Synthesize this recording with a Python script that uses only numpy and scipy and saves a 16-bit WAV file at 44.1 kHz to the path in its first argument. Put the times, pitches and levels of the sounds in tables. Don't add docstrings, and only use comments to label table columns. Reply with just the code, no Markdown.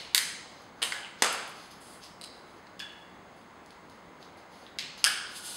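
import sys
import numpy as np
from scipy import signal
from scipy.fft import rfft, irfft
from scipy.io import wavfile
from scipy.ndimage import uniform_filter1d

SR = 44100
rng = np.random.default_rng(int(sys.argv[2]) if len(sys.argv) > 2 else 0)


def generate_wav(signal):
    frames = np.transpose(np.atleast_2d(signal))
    scaled = np.clip(frames, -1, 1) * 32767
    pcm = np.round(scaled).astype(np.int16)
    wavfile.write(sys.argv[1], SR, pcm)


def convert_level_to_amplitude(level_db):
    exponent = np.asarray(level_db, float) / 20
    return 10 ** exponent


N = 245195
LEAD = SR // 4

# pitch_hz [Hz], density_db [dB per Hz]
HUM_SPECTRUM = [(18, -48), (38, -13.5), (52, 8.5), (100, -9), (189, 0), (540, -2), (1040, -1.5),
                (1800, -8.5), (2540, -15.5), (4530, -20.5), (6300, -26), (8500, -31), (14300, -46),
                (14900, -69)]
# pitch_hz [Hz], width_hz [Hz], level_db [dB rms]
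MACHINE_BANDS = [(180.4, 11, -70), (2060, 85, -68), (6550, 276, -75.5), (7640, 300, -84.5),
                 (10300, 250, -87.5), (15600, 150, -96)]
# pitch_hz [Hz], level_db [dB rms]
WHINE_TONES = [(2216, -76.5), (15713, -79.5)]
# pitch_hz [Hz], width_hz [Hz], gain_db [dB]
TREBLE_DIPS = [(5720, 330, -12), (6920, 170, -10), (14900, 650, -16)]

# pitch_hz [Hz], t60_s [s]
ROOM_DECAY = [(200, 0.72), (800, 0.91), (2000, 0.84), (4000, 0.83), (8000, 0.66), (12000, 0.33),
              (16000, 0.24)]
ROOM_START_MS, ROOM_RISE_MS = 1.8, 4.06
# delay_ms [ms], level_db [dB], smear_ms [ms]
LOW_ECHOES = [(4.2, -12, .5), (9, -11, .05), (17.5, -15, 2.5), (24, -15, 1.5), (31.3, -5.5, .03),
              (35.5, -15, 1.5), (40.5, -15, 1.5)]
FLOOR_ECHOES = [(3.54, -3.5, 0.32), (10.3, -16, 0.24), (15.96, -14, .2), (21.42, -9, 3.2),
                (38.15, -14, 2.9), (52, -22, 1.3)]
HIGH_ECHOES = [(5.773, -3, 0.38), (15.34, -16, 0.22), (18.6, -11, 1.7), (24.2, -10.5, .3),
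               (33.9, -15.5, 1.5)]
KNEE_ECHOES = [(4.5, -10, .8), (9, -10.5, 0.98), (20, -10.5, 3.6)]

# pitch_hz [Hz], width_hz [Hz], level_db [dB]
DULL_CLOTH = [(4810, 1500, 4.6), (3260, 2000, 4), (6200, 1000, 0.73)]
BRIGHT_CLOTH = [(9600, 1900, 1.5), (7830, 1500, 0), (12400, 3000, -20)]
# start_s [s], rise_s [s], hold_s [s], level_db [dB],
# dullness_db [dB of the dull band over the bright]
STROKES = [(0.45, .06, 0.13, -76, 14), (0.74, .05, 0.03, -76, 11), (1.165, 0.033, 0.02, -72, 15.5),
           (1.52, 0.047, 0.09, -62.5, 6), (1.7, .01, 0.01, -63, 9), (1.798, 0.018, 0.14, -57.5, -2),
           (1.996, .03, 0.032, -65, 10.5), (2.3, .05, 0.05, -74, 2), (2.43, .05, .05, -74, 3),
           (2.555, .01, 0.02, -76, 7), (2.963, 0.024, 0.02, -75, 0), (3.36, .015, 0.033, -76, 6),
           (3.66, .03, 0.04, -87, 17), (3.9, .015, 0.02, -81, 15), (4.18, 0.036, 0.03, -73, 10.5),
           (4.366, .01, 0.015, -73, 8.5), (4.494, 0.032, 0.12, -69.5, 7.5), (4.969, 0.009, 0.028, -66, 16),
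           (5.253, 0.065, 0.02, -56.5, 2.5), (5.33, 0.031, 0.015, -45.5, -0.5),
           (5.401, 0.066, 0.1, -43, -2)]
# start_s [s], level_db [dB]
EDGE_TICKS = [(-.07, -42), (0.134, -70), (0.62, -69), (1.3257, -46), (1.3279, -41), (1.477, -54),
              (1.493, -57), (1.714, -60), (1.807, -69), (2.924, -72), (3.364, -73), (3.662, -71),
              (3.707, -69), (3.9, -68), (3.954, -75), (4.373, -69), (4.775, -80), (4.978, -62),
              (5.0026, -78)]
# start_s [s], level_db [dB], pitch_hz [Hz]
JOINT_TICKS = [(1.0323, -48, 3000), (1.0468, -44.5, 2800), (1.067, -51, 2220), (2.669, -57.5, 4000),
               (3.661, -60.5, 5000), (3.706, -57.5, 4000), (3.897, -60.5, 4440), (4.227, -54.5, 4000),
               (4.665, -52, 3500)]
# start_s [s], pitch_hz [Hz], level_db [dB], t60_s [s]
STEEL_RINGS = [
    (2.805, 3410, -51.5, 1.05),
    (5.055, 1650, -34, 0.24),
    (0.922, 1700, -43, 0.4),
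    (5.049, 1450, -49, 3.9),
]

# pitch_hz [Hz], width_hz [Hz], direct_db [dB to the microphone], room_db [dB]
SLIDE_BODY = [(3000, 860, -0.5, -11), (5230, 870, 3.5, -3), (7900, 4700, -13, -14.5),
              (12000, 1800, -19, -25)]
TURN_BODY = [(2920, 1300, -5.5, -7), (4000, 240, 5, 5.5), (4780, 800, 1, 2), (6600, 700, -14, -17),
             (8600, 2400, -7, -10.5), (12500, 2600, -28, -28)]
SQUEAK_BODY = [(1680, 120, 1.5, 4.5), (2830, 430, -5, -3.5), (3397, 120, 4, 1), (4470, 550, -12, -14),
               (6500, 2100, -22, -23)]
OFFCUT_BODY = [(265, 150, -30, -16), (459, 140, -5, -1), (760, 440, -2.5, 0), (1310, 440, 1, 5),
               (2000, 1300, -5.5, -1.5), (2800, 1300, -12, -2.5), (3480, 225, -9, -3.5),
               (4800, 1250, -5.5, -3), (6350, 1500, -4, -6), (8200, 3000, -9, -6), (12000, 2600, -35, -42)]
HANDLE_BODY = [(905, 350, -13, -5.5), (1554, 220, 1.5, 1.5), (2050, 200, 6, 0), (3040, 380, -2, -10),
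               (4830, 970, -4.5, -11.5), (7170, 1500, -13, -15.5), (11000, 2800, -30, -23)]
SPLIT_BODY = [(330, 250, -24, -22.5), (900, 1400, -8, -13), (1840, 1500, -4.5, -6.5), (3030, 520, 6.5, -2),
              (3880, 610, 2, -5.5), (4750, 1400, -2, -11), (6300, 1100, -20, -10), (9000, 2400, -1.5, -7),
              (12000, 2000, -32, -22)]
NOTCH_BODY = [(2157, 1100, -1, 1.5), (2890, 430, -6, 1.5), (3500, 320, 4, -1), (4200, 950, 2.5, 3),
              (5300, 900, 3.5, -2), (6360, 2500, -5, -7.5), (10500, 1700, -9.5, -36)]
STRIP_BODY = [(810, 120, -16, -7), (1420, 480, -9, 1), (1640, 230, -15, 5.5), (2270, 260, -12, -1.5),
              (3060, 730, -0.5, 2.5), (5000, 900, 4, 1.5), (5800, 1500, -2, -4.5), (8150, 1300, -17, -10.5),
              (9170, 1760, -3, -3), (12400, 1900, -26, -12)]
BLADES_BODY = [(997, 300, -34, -22), (1676, 300, -19, -12.5), (1987, 620, -7, -1), (3170, 600, -8.5, -5.5),
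               (4080, 440, 3, -2.5), (4850, 810, -5.5, -4.5), (6200, 1700, -13, -4.5),
               (7700, 2700, -6.5, -11), (9600, 3200, -12, -5.5), (13000, 2870, -9.5, -12.5)]
# [Hz, top of the blow]
SLIDE_BLOWS = [
    (2.031, -53, -49.5, 5, 14000),
    (2.038, -49.5, -56, 1.1, 14000),
    (2.7922, -43, -50.5, 6.3, 25000),
]
TURN_BLOWS = [
    (2.213, -45.5, -45, 0.43, 20000),
    (2.238, -42.5, -46.5, 3.9, 15000),
]
SQUEAK_BLOWS = [
    (2.8005, -37.5, -43.5, 3.16, 9000),
    (2.8067, -44, -40, 2.6, 9000),
]
OFFCUT_BLOWS = [
    (1.222, -21.5, -22.5, 0.48, 25200),
    (1.2222, -20.5, -23.5, 2.1, 12000),
]
HANDLE_BLOWS = [
    (0.9212, -39, -35, 0.3, 20000),
    (0.922, -31, -45, 1.3, 6000),
]
SPLIT_BLOWS = [
    (0.818, -31, -37.5, 5.6, 6000),
    (.8250, -30.5, -36.5, 4.3, 9000),
    (0.8282, -28, -33.5, 1.25, 20000),
    (0.833, -36, -34.5, 3, 12000),
    (0.836, -33, -32.5, 0.64, 20000),
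    (0.847, -40, -45, 1.8, 20000),
]
NOTCH_BLOWS = [
    (-.09, -40, -31.5, 1.5, 9000),
    (4.7867, -35, -33.5, 0.17, 25000),
    (4.7876, -34, -38, 1.1, 6060),
]
STRIP_BLOWS = [
    (5.0414, -25, -34, 0.71, 20000),
    (5.0422, -18.5, -24, 0.49, 20000),
    (5.0444, -27.5, -23, 1, 20000),
]
BLADE_BLOWS = [
    (0.1474, -19.3, -27.5, 0.11, 25000),
    (.1482, -18.5, -21.5, 0.89, 5500),
]


def evened(x):
    return x / np.sqrt(np.mean(x ** 2) + 1e-20)


def read(points, hz):
    f, value = np.transpose(points)
    return np.interp(np.log(hz + 1), np.log(f + 1), value)


def causal(gain):
    cepstrum = irfft(np.log(np.maximum(gain, 1e-5)))
    cepstrum[1:2048] *= 2
    cepstrum[2049:] = 0
    return irfft(np.exp(rfft(cepstrum)))[:2048]


def body(modes, steep=1.436, soft_hz=30000):
    hz = np.fft.rfftfreq(4096, 1 / SR)
    power = sum(convert_level_to_amplitude(db) ** 2 / (1 + (2 * (hz - f) / width) ** 2) ** steep for f, width, db in modes)
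    softened = np.sqrt(power / (1 + (hz / soft_hz) ** 4))
    lowest_hz = 0.59 * modes[0][0]
    h = causal(softened * hz ** 3 / (hz ** 3 + lowest_hz ** 3))
    return h / np.linalg.norm(h)


def burst(ms):
    age = np.arange(1, 2049) / (ms * SR / 1000 + 1)
    fall = np.exp(-age) * (1 - np.exp(-age / 0.24))
    x = rng.standard_normal(2048)
    for _ in range(6):
        local_power = uniform_filter1d(x ** 2, size=9) + 1e-9 * x.var()
        z = rfft(x / np.sqrt(local_power) * fall)
        x = irfft(z / (abs(z) + 1e-9))
    x = x * np.sqrt(fall)
    return x / np.linalg.norm(x)


def add(mix, start_s, sound):
    part = mix[round(start_s * SR) + LEAD:][:len(sound)]
    part += sound[:len(part)]


def tail():
    hz, t, z = signal.stft(rng.standard_normal(SR), SR, nperseg=256)
    decay = convert_level_to_amplitude(-60 * t / read(ROOM_DECAY, hz)[:, None])
    h = signal.istft(z * decay, SR, nperseg=256)[1]
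    ms = np.arange(len(h)) / SR * 1000
    h = h * (1 - np.exp(-np.maximum(ms - ROOM_START_MS, 0) / ROOM_RISE_MS))
    return h / np.linalg.norm(h)


def echoed(x, echoes):
    taps = np.zeros(6000)
    taps[0] = 1
    for delay_ms, level_db, smear_ms in echoes:
        k = round(delay_ms * SR / 1000)
        taps[k:k + 2048] += convert_level_to_amplitude(level_db) * burst(smear_ms)
    return signal.oaconvolve(x, taps)[:len(x)]


def struck(modes, blows, echoes):
    near, far = np.zeros((2, N + LEAD))
    direct_modes = [(f, width, direct_db) for f, width, direct_db, _ in modes]
    room_modes = [(f, width, room_db) for f, width, _, room_db in modes]
    for start_s, direct_db, room_db, burst_ms, soft_hz in blows:
        knock = signal.fftconvolve(burst(burst_ms), body(direct_modes, soft_hz=soft_hz))
        add(near, start_s, convert_level_to_amplitude(direct_db) * knock)
        add(far, start_s, convert_level_to_amplitude(room_db) * tail())
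    far = signal.oaconvolve(far, body(room_modes))[:N + LEAD]
    return np.sqrt(SR / 100) * (echoed(near, echoes) + far)


def hum():
    frames, hz, t = N // 256 + 5, np.fft.rfftfreq(1024, 1 / SR), np.arange(N) / SR
    a, b, patches = rng.standard_normal((frames, 513, 3)).T
    patches = uniform_filter1d(patches, 12, 0)
    patches = evened(uniform_filter1d(patches, 20, 1))
    z = (a + 1j * b) * convert_level_to_amplitude(read(HUM_SPECTRUM, hz)[:, None] + 0.8 * patches)
    noise = signal.istft(z, nperseg=1024, noverlap=768)[1][:N]
    out = convert_level_to_amplitude(-52) * evened(noise)
    for f, width, level_db in MACHINE_BANDS:
        r = np.exp(-np.pi * width / SR)
        drift = signal.lfilter([1], [1, -r], rng.standard_normal(N) + 1j * rng.standard_normal(N))
        out += convert_level_to_amplitude(level_db) * evened((drift * np.exp(2j * np.pi * f * t)).real)
    return out


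def whine():
    t = np.arange(N) / SR
    return sum(np.sqrt(2) * convert_level_to_amplitude(db) * np.sin(2 * np.pi * f * t) for f, db in WHINE_TONES)


def rustle():
    t = np.arange(0, N + 40, 40) / SR
    uneven = convert_level_to_amplitude(4.1 * np.minimum(rng.exponential(1, N), 5))
    slips = rng.random(N) < 6000 / SR
    grains = evened(rng.standard_normal(N) * uneven * slips)
    grains = evened(grains + 2.6 * signal.oaconvolve(grains, tail())[:N])
    dull_power, bright_power = np.zeros((2, len(t)))
    for start_s, rise_s, hold_s, level_db, dullness_db in STROKES:
        fade_db = 151 * np.maximum(t - start_s - rise_s - hold_s, 0)
        power = np.clip((t - start_s) / rise_s, 0, 1) ** 3 * convert_level_to_amplitude(level_db - fade_db) ** 2
        bright_power += power
        dull_power += power * convert_level_to_amplitude(dullness_db) ** 2
    out = np.zeros(N)
    for power, modes in ((bright_power, BRIGHT_CLOTH), (dull_power, DULL_CLOTH)):
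        cloth = signal.oaconvolve(grains, body(modes))[:N]
        out += np.interp(np.arange(N) / SR, t, np.sqrt(power)) * cloth
    return out


def ticks():
    low, high = np.zeros((2, N + LEAD))
    lift_s, low_room_db, high_room_db = 1.6, -4.5, -3
    rows = [(s, db, 10000, 4300, 1.2) for s, db in EDGE_TICKS]
    for s, db, hz in JOINT_TICKS:
        rows.append((s, db, hz, 1170 * (hz / 3000) ** 3.2, 1.1))
    for s, db, hz, width, ms in rows:
        tick = np.convolve(burst(ms)[:1200], body([(hz, width, 0)], steep=2.4)[:400])
        add(low if s < lift_s else high, s, convert_level_to_amplitude(db) * tick)
    near = echoed(low + high, KNEE_ECHOES)
    into_room = convert_level_to_amplitude(low_room_db) * low + convert_level_to_amplitude(high_room_db) * high
    return np.sqrt(SR / 100) * (near + signal.oaconvolve(into_room, tail())[:N + LEAD])


def ringing():
    out, t = np.zeros(N + LEAD), np.arange(SR) / SR
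    for start_s, hz, level_db, t60_s in STEEL_RINGS:
        waver = convert_level_to_amplitude(6.0 * evened(uniform_filter1d(rng.standard_normal(SR), size=500)))
        swell = np.minimum(t / 0.018, 1)
        add(out, start_s, convert_level_to_amplitude(level_db - 60 * t / t60_s) * waver * swell * np.sin(2 * np.pi * hz * t))
    return out


def handling():
    slide = struck(SLIDE_BODY, SLIDE_BLOWS, HIGH_ECHOES)
    turn = struck(TURN_BODY, TURN_BLOWS, HIGH_ECHOES)
    return slide + turn + struck(SQUEAK_BODY, SQUEAK_BLOWS, HIGH_ECHOES)


def handle_knock():
    return struck(HANDLE_BODY, HANDLE_BLOWS, KNEE_ECHOES)


def offcut_drop():
    return struck(OFFCUT_BODY, OFFCUT_BLOWS, FLOOR_ECHOES)


def cutting():
    first_bite = struck(BLADES_BODY, BLADE_BLOWS, LOW_ECHOES)
    split = struck(SPLIT_BODY, SPLIT_BLOWS, KNEE_ECHOES)
    notch = struck(NOTCH_BODY, NOTCH_BLOWS, HIGH_ECHOES)
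    last_cut = struck(STRIP_BODY, STRIP_BLOWS, HIGH_ECHOES)
    return first_bite + split + notch + last_cut


def scene():
    background = hum() + rustle()
    work = ticks() + ringing() + handling() + handle_knock() + offcut_drop() + cutting()
    return (background + work[LEAD:])[None]


def low_pass(x):
    return signal.sosfilt(signal.butter(12, 16570, fs=SR, output="sos"), x)


def record(dry):
    hz = np.fft.rfftfreq(4096, 1 / SR)
    overload, edge_hz, bass_cut_hz = 1.4, 15950, 42
    colour_db = sum(db / (1 + (2 * (hz - f) / width) ** 2) for f, width, db in TREBLE_DIPS)
    colour_db -= 80 / (1 + (edge_hz / (hz + 1)) ** 150)
    colour_db -= 14 / (1 + (hz / bass_cut_hz) ** 6)
    soft = overload * np.tanh(dry / overload)
    mix = signal.oaconvolve(soft, causal(convert_level_to_amplitude(colour_db))[None])[:, :N] + whine()
    return low_pass(mix)


dry = scene()
out = record(dry)
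generate_wav(out)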